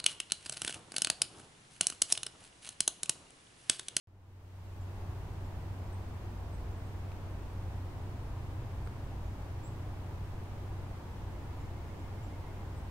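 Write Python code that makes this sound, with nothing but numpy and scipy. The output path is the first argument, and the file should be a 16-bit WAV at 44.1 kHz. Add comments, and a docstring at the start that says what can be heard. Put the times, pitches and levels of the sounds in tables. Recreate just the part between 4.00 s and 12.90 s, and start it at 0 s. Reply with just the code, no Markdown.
"""Far traffic rumbles and roars through a damp spring forest: engine and tyre noise, dulled by the air.
Distant machinery hums under it in wavering tones. A small songbird whistles thin, very high contact
calls, a far woodpecker calls a run of even notes, another bird whistles three times and a twig ticks
now and then, all scattered by the trunks. Light breeze and hiss lie behind.
The sound fades in over the first second."""
import sys
import numpy as np
from scipy import signal
from scipy.fft import rfft, irfft, next_fast_len
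from scipy.io import wavfile
from scipy.ndimage import map_coordinates

SR = 44100
rng = np.random.default_rng(int(sys.argv[2]) if len(sys.argv) > 2 else 0)


def inscribe(sig):
    """Save sig as 16-bit PCM at rate SR to the path in sys.argv[1].

    A 1-D sig is mono; a 2-D sig holds one channel per row.
    Samples are clipped to [-1, 1] before scaling.
    """
    pcm = np.round(np.clip(np.atleast_2d(sig).T, -1, 1) * 32767)
    wavfile.write(sys.argv[1], SR, pcm.astype(np.int16))


N = 392490


# Traffic spectrum before air absorption: (frequency [Hz], relative density [dB])
TRAFFIC_SPECTRUM = [(10, -1.5), (22, -4.5), (42, -0.5), (62, 2), (85, 1), (115, -5), (160, -10), (215, -16),
                    (330, -15.5), (480, -22), (930, -21.5), (1300, -29), (2200, -34), (4500, -39)]
# Lull and swell of the rumble: (peak time [s], half length [s], lift [dB])
RUMBLE_SWELLS = [(.2, .7, -2.5), (4.7, 1.3, 1)]

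def traffic(air_hz=4200, engine_hz=170, engine_gain_db=-43.5, tyre_gain_db=-41, tyre_db_per_s=0.0771):
    """Far engine rumble and slowly rising tyre roar; the air absorbs their treble."""
    road = diffuse(lambda hz: amp(along(TRAFFIC_SPECTRUM, hz)) / np.sqrt(1 + (hz / air_hz) ** 2) ** 3)
    rumble = filtered(road, lambda hz: 1 / (1 + (hz / engine_hz) ** 4))
    tyres = (road - rumble) * amp(tyre_gain_db + tyre_db_per_s * clock())
    engines = rumble * amp(engine_gain_db + sum(swell_db(*swell) for swell in RUMBLE_SWELLS))
    return (tyres + engines) * amp(0.12 * wobble(3.17))


# Motors: (frequency [Hz], base level [dB], waver [dB], peak time [s], half length [s], lift [dB])
MOTORS = [(93.47, -45, 1.0, 0.38, 1.35, 4.5), (120.6, -58, 2, 5.07, 1.13, 10)]
# Weaker machine tones: (frequency [Hz], level [dB], waver [dB])
HUM_TONES = [(53.4, -52, 6), (106.7, -59, 2.5), (197.3, -67.5, -0.5)]

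def machinery():
    """Two motors, each swelling once, over a constant hum."""
    motors = sum(drone(hz, db + swell_db(peak_s, half_s, lift_db), waver_db)
                 for hz, db, waver_db, peak_s, half_s, lift_db in MOTORS)
    return motors + sum(drone(*tone) for tone in HUM_TONES)


def drone(hz, db, waver_db, drift_hz=.15):
    """One machine tone; moving air on the long path makes it waver."""
    phase = phase_of(hz + drift_hz * wobble(2.023))
    waver = unit(amp(waver_db * wobble(2.59)))
    return np.sqrt(2) * amp(db) * waver * np.sin(phase)


# Contact calls: (start [s], length [s], pitch [Hz], level [dB])
CONTACT_CALLS = [ (.808, .022, 7350, -70), (1.435, .03, 7350, -73), (1.918, .04, 8550, -68.5),
                 (2.522, .046, 8220, -67.5), (2.760, .028, 8400, -74), (2.848, .034, 8350, -72.5),
                 (4.843, .031, 8350, -70), (5.254, .016, 6700, -72), (5.630, .058, 7660, -61.5),
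                 (7.600, .028, 7150, -72.5), (7.992, .016, 7550, -72), (8.224, .044, 7400, -70),
                 (8.762, .033, 8120, -68.5)]

def songbird(home_hz=8080, glide_s=.045, arch_hz=200, flutter_hz=170, flutter_depth=0.016,
             octave_db=-15, wet_db=-3):
    """Arched whistles that slide toward a home pitch, with fast flutter and a weak octave."""
    voice = np.zeros(N)
    for start_s, length_s, hz, db in CONTACT_CALLS:
        u = np.linspace(-.5, .5, int(length_s * SR))
        pitch_hz = hz + (home_hz - hz) * u * length_s / glide_s - arch_hz * (2 * u) ** 2
        flutter = np.sin(2 * np.pi * (flutter_hz * length_s * u + rng.random()))
        phase = phase_of(pitch_hz * (1 + flutter_depth * flutter))
        envelope = np.sqrt(np.abs(np.cos(np.pi * u)))
        add(voice, start_s, amp(db) * envelope * (np.sin(phase) + amp(octave_db) * np.sin(2 * phase)))
    return voice + amp(wet_db) * trees(voice)


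def woodpecker(first_s=7.081, period_s=.139, count=12, length_s=0.0542, hz=2150, rise=.04, rough=.018,
               full_db=-65.5, build_db=7, build_s=0.97, scatter_db=.6, wet_db=-5):
    """An even run of short, hoarse, rising notes that builds and holds, blurred by the trees."""
    voice = np.zeros(N)
    u = np.linspace(-.5, .5, int(length_s * SR))
    jitter = rough * wobble(250)
    for elapsed_s in period_s * np.arange(count):
        centre_s = first_s + elapsed_s
        db = full_db - build_db * max(0, 1 - elapsed_s / build_s) + scatter_db * rng.standard_normal()
        pitch_hz = hz * (1 + rise * u + jitter[round(centre_s * SR):][:len(u)])
        add(voice, centre_s - length_s / 2, amp(db) * np.cos(np.pi * u) * np.sin(phase_of(pitch_hz)))
    return voice + amp(wet_db) * trees(voice)


# Twig ticks: (time [s], gain [dB], main ring [Hz], crack re ring [dB], left re right [dB])
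TWIG_TICKS = [(3.1183, -43.5, 2520, -26, -2), (4.8737, -37.5, 1350, -11, -11), (5.4244, -55, 4500, -4, 0)]
# Twig modes: (frequency re main ring [ratio], relative level [dB])
TWIG_MODES = [(.35, -2), (1, -2), (1.6, -10), (3.5, -18)]

def twigs(ring_t60_s=.008, crack_t60_s=.008, lowpass_hz=6000, wet_db=-7):
    """Dry wood ticks: a crack and a few briefly ringing modes."""
    ticks = np.zeros((2, N))
    t = np.arange(SR // 20) / SR
    for time_s, gain_db, ring_hz, crack_db, pan_db in TWIG_TICKS:
        modes = sum(amp(db) * np.sin(2 * np.pi * ratio * ring_hz * t) for ratio, db in TWIG_MODES)
        ring = amp(-60 * t / ring_t60_s) * modes
        crack = amp(crack_db - 60 * t / crack_t60_s) * rng.standard_normal((2, len(t)))
        add(ticks, time_s, amp([[gain_db + pan_db / 2], [gain_db - pan_db / 2]]) * (ring + crack))
    ticks = filtered(ticks, lambda hz: 1 / (1 + 1j * hz / lowpass_hz))
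    return ticks + amp(wet_db) * trees(ticks.mean(axis=0))


# Far whistles: (start [s], length [s], pitch [Hz], level into the trees [dB])
FAR_WHISTLES = [(7.48, .22, 7280, -81), (7.72, .2, 6520, -76), (8.03, .3, 5520, -85)]

def far_bird(direct_db=-4):
    """Three flat whistles, each lower than the last, heard mostly by way of the trees."""
    voice = np.zeros(N)
    for start_s, length_s, hz, db in FAR_WHISTLES:
        envelope = signal.windows.tukey(int(length_s * SR))
        pitch_hz = hz * (1 + 0.004 * wobble(62)[:len(envelope)])
        add(voice, start_s, amp(db) * envelope * np.sin(phase_of(pitch_hz)))
    return amp(direct_db) * voice + trees(voice)


def breeze(level_db=-57, lowpass_hz=35):
    """Light air stirs each microphone on its own."""
    buffet = filtered(rng.standard_normal((2, N)), lambda hz: 1 / (1 + (hz / lowpass_hz) ** 2))
    return amp(level_db) * unit(buffet)


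# Hiss spectrum: (frequency [Hz], relative density [dB])
HISS_SPECTRUM = [(1000, -27), (2500, 1.5), (5000, 0.5), (7400, -1.5), (9500, -4), (15500, -5)]

def hiss(mid_db=-69.5):
    """Steady, wide hiss of air and microphones."""
    return amp(mid_db) * diffuse(lambda hz: amp(along(HISS_SPECTRUM, hz)))


# Forest reverberation: (frequency [Hz], T60 [s])
FOREST_T60 = [(500, 0.54), (2000, 0.86), (8000, 0.39), (15000, 0.14)]

def trees(x):
    """Trunks scatter a sound into a stereo tail whose treble dies first."""
    hz, t, noise = signal.stft(rng.standard_normal((2, SR // 2)), SR, nperseg=256)
    decay = amp(-60 * t / along(FOREST_T60, hz)[:, None])
    tail = signal.istft(noise * decay, SR, nperseg=256)[1]
    return signal.fftconvolve(x[None], tail / np.linalg.norm(tail[0]), axes=1)[:, :N]


# Diffuse field: (frequency [Hz], left-right correlation [-1..1])
STEREO_CORRELATION = [(60, 0.99), (99, 0.99), (160, 0.93), (270, 0.94), (450, 0.67), (740, 0.72),
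                      (1220, 0.37), (2010, -0.041), (3330, -0.08), (5500, -0.06), (9080, -0.051),
                      (15000, -0.03)]

def diffuse(gain):
    """Noise from all around, mid at rms 1; the two microphones agree only in the bass."""
    def mid_side_gain(hz):
        angle = np.arccos(np.clip(along(STEREO_CORRELATION, hz), -1, 1)) / 2
        return gain(hz) * np.array([np.ones_like(hz), np.tan(angle)])
    mid, side = filtered(rng.standard_normal((2, N)), mid_side_gain)
    return np.array([mid + side, mid - side]) / np.std(mid)


def amp(db):
    """Decibels to gain."""
    return 10 ** (np.asarray(db) / 20)


def unit(x):
    """Scale to rms 1."""
    return x / np.sqrt(np.mean(x ** 2) + 1e-20)


def along(points, hz):
    """Interpolate (frequency [Hz], value) points on a log axis."""
    knots_hz, values = np.transpose(points)
    return np.interp(np.log(hz + 1), np.log(knots_hz + 1), values)


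def clock():
    """Sample times [s]."""
    return np.arange(N) / SR


def phase_of(hz):
    """Running phase [rad] of a pitch curve."""
    return 2 * np.pi * np.cumsum(hz) / SR


def swell_db(peak_s, half_s, lift_db):
    """Bell-shaped change in level."""
    return lift_db * np.exp(-((clock() - peak_s) / half_s) ** 2)


def wobble(knots_per_s):
    """Smooth random curve."""
    knots = rng.standard_normal(int(N * knots_per_s / SR) + 4)
    return map_coordinates(knots, [np.arange(N) * knots_per_s / SR])


def filtered(x, response):
    """Apply a frequency response."""
    size = next_fast_len(N + SR // 2)
    return irfft(rfft(x, size) * response(np.fft.rfftfreq(size, 1 / SR)), size)[..., :N]


def add(track, start_s, sound):
    """Mix a sound into a track."""
    part = track[..., round(start_s * SR):][..., :sound.shape[-1]]
    part += sound[..., :part.shape[-1]]


def scene():
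    """Traffic, air and hum, with the small forest sounds on top."""
    bed = traffic() + breeze() + hiss() + machinery()
    return bed + songbird() + far_bird() + woodpecker() + twigs()


def record(dry, start_s=.0726, fade_s=0.93, depth_db=19, split_hz=2000, top_hz=15730):
    """Brief silence, then a fade-in, treble first; band-limited."""
    remaining = np.clip(1 - (clock() - start_s) / fade_s, 0, 1)
    bass = filtered(dry, lambda hz: 1 / (1 + (hz / split_hz) ** 2))
    treble = dry - bass
    faded = bass * amp(-depth_db * remaining ** 0.95) + treble * amp(-depth_db * remaining ** 1.8)
    return filtered(faded * (clock() > start_s), lambda hz: hz < top_hz)


dry = scene()
out = record(dry)
inscribe(out)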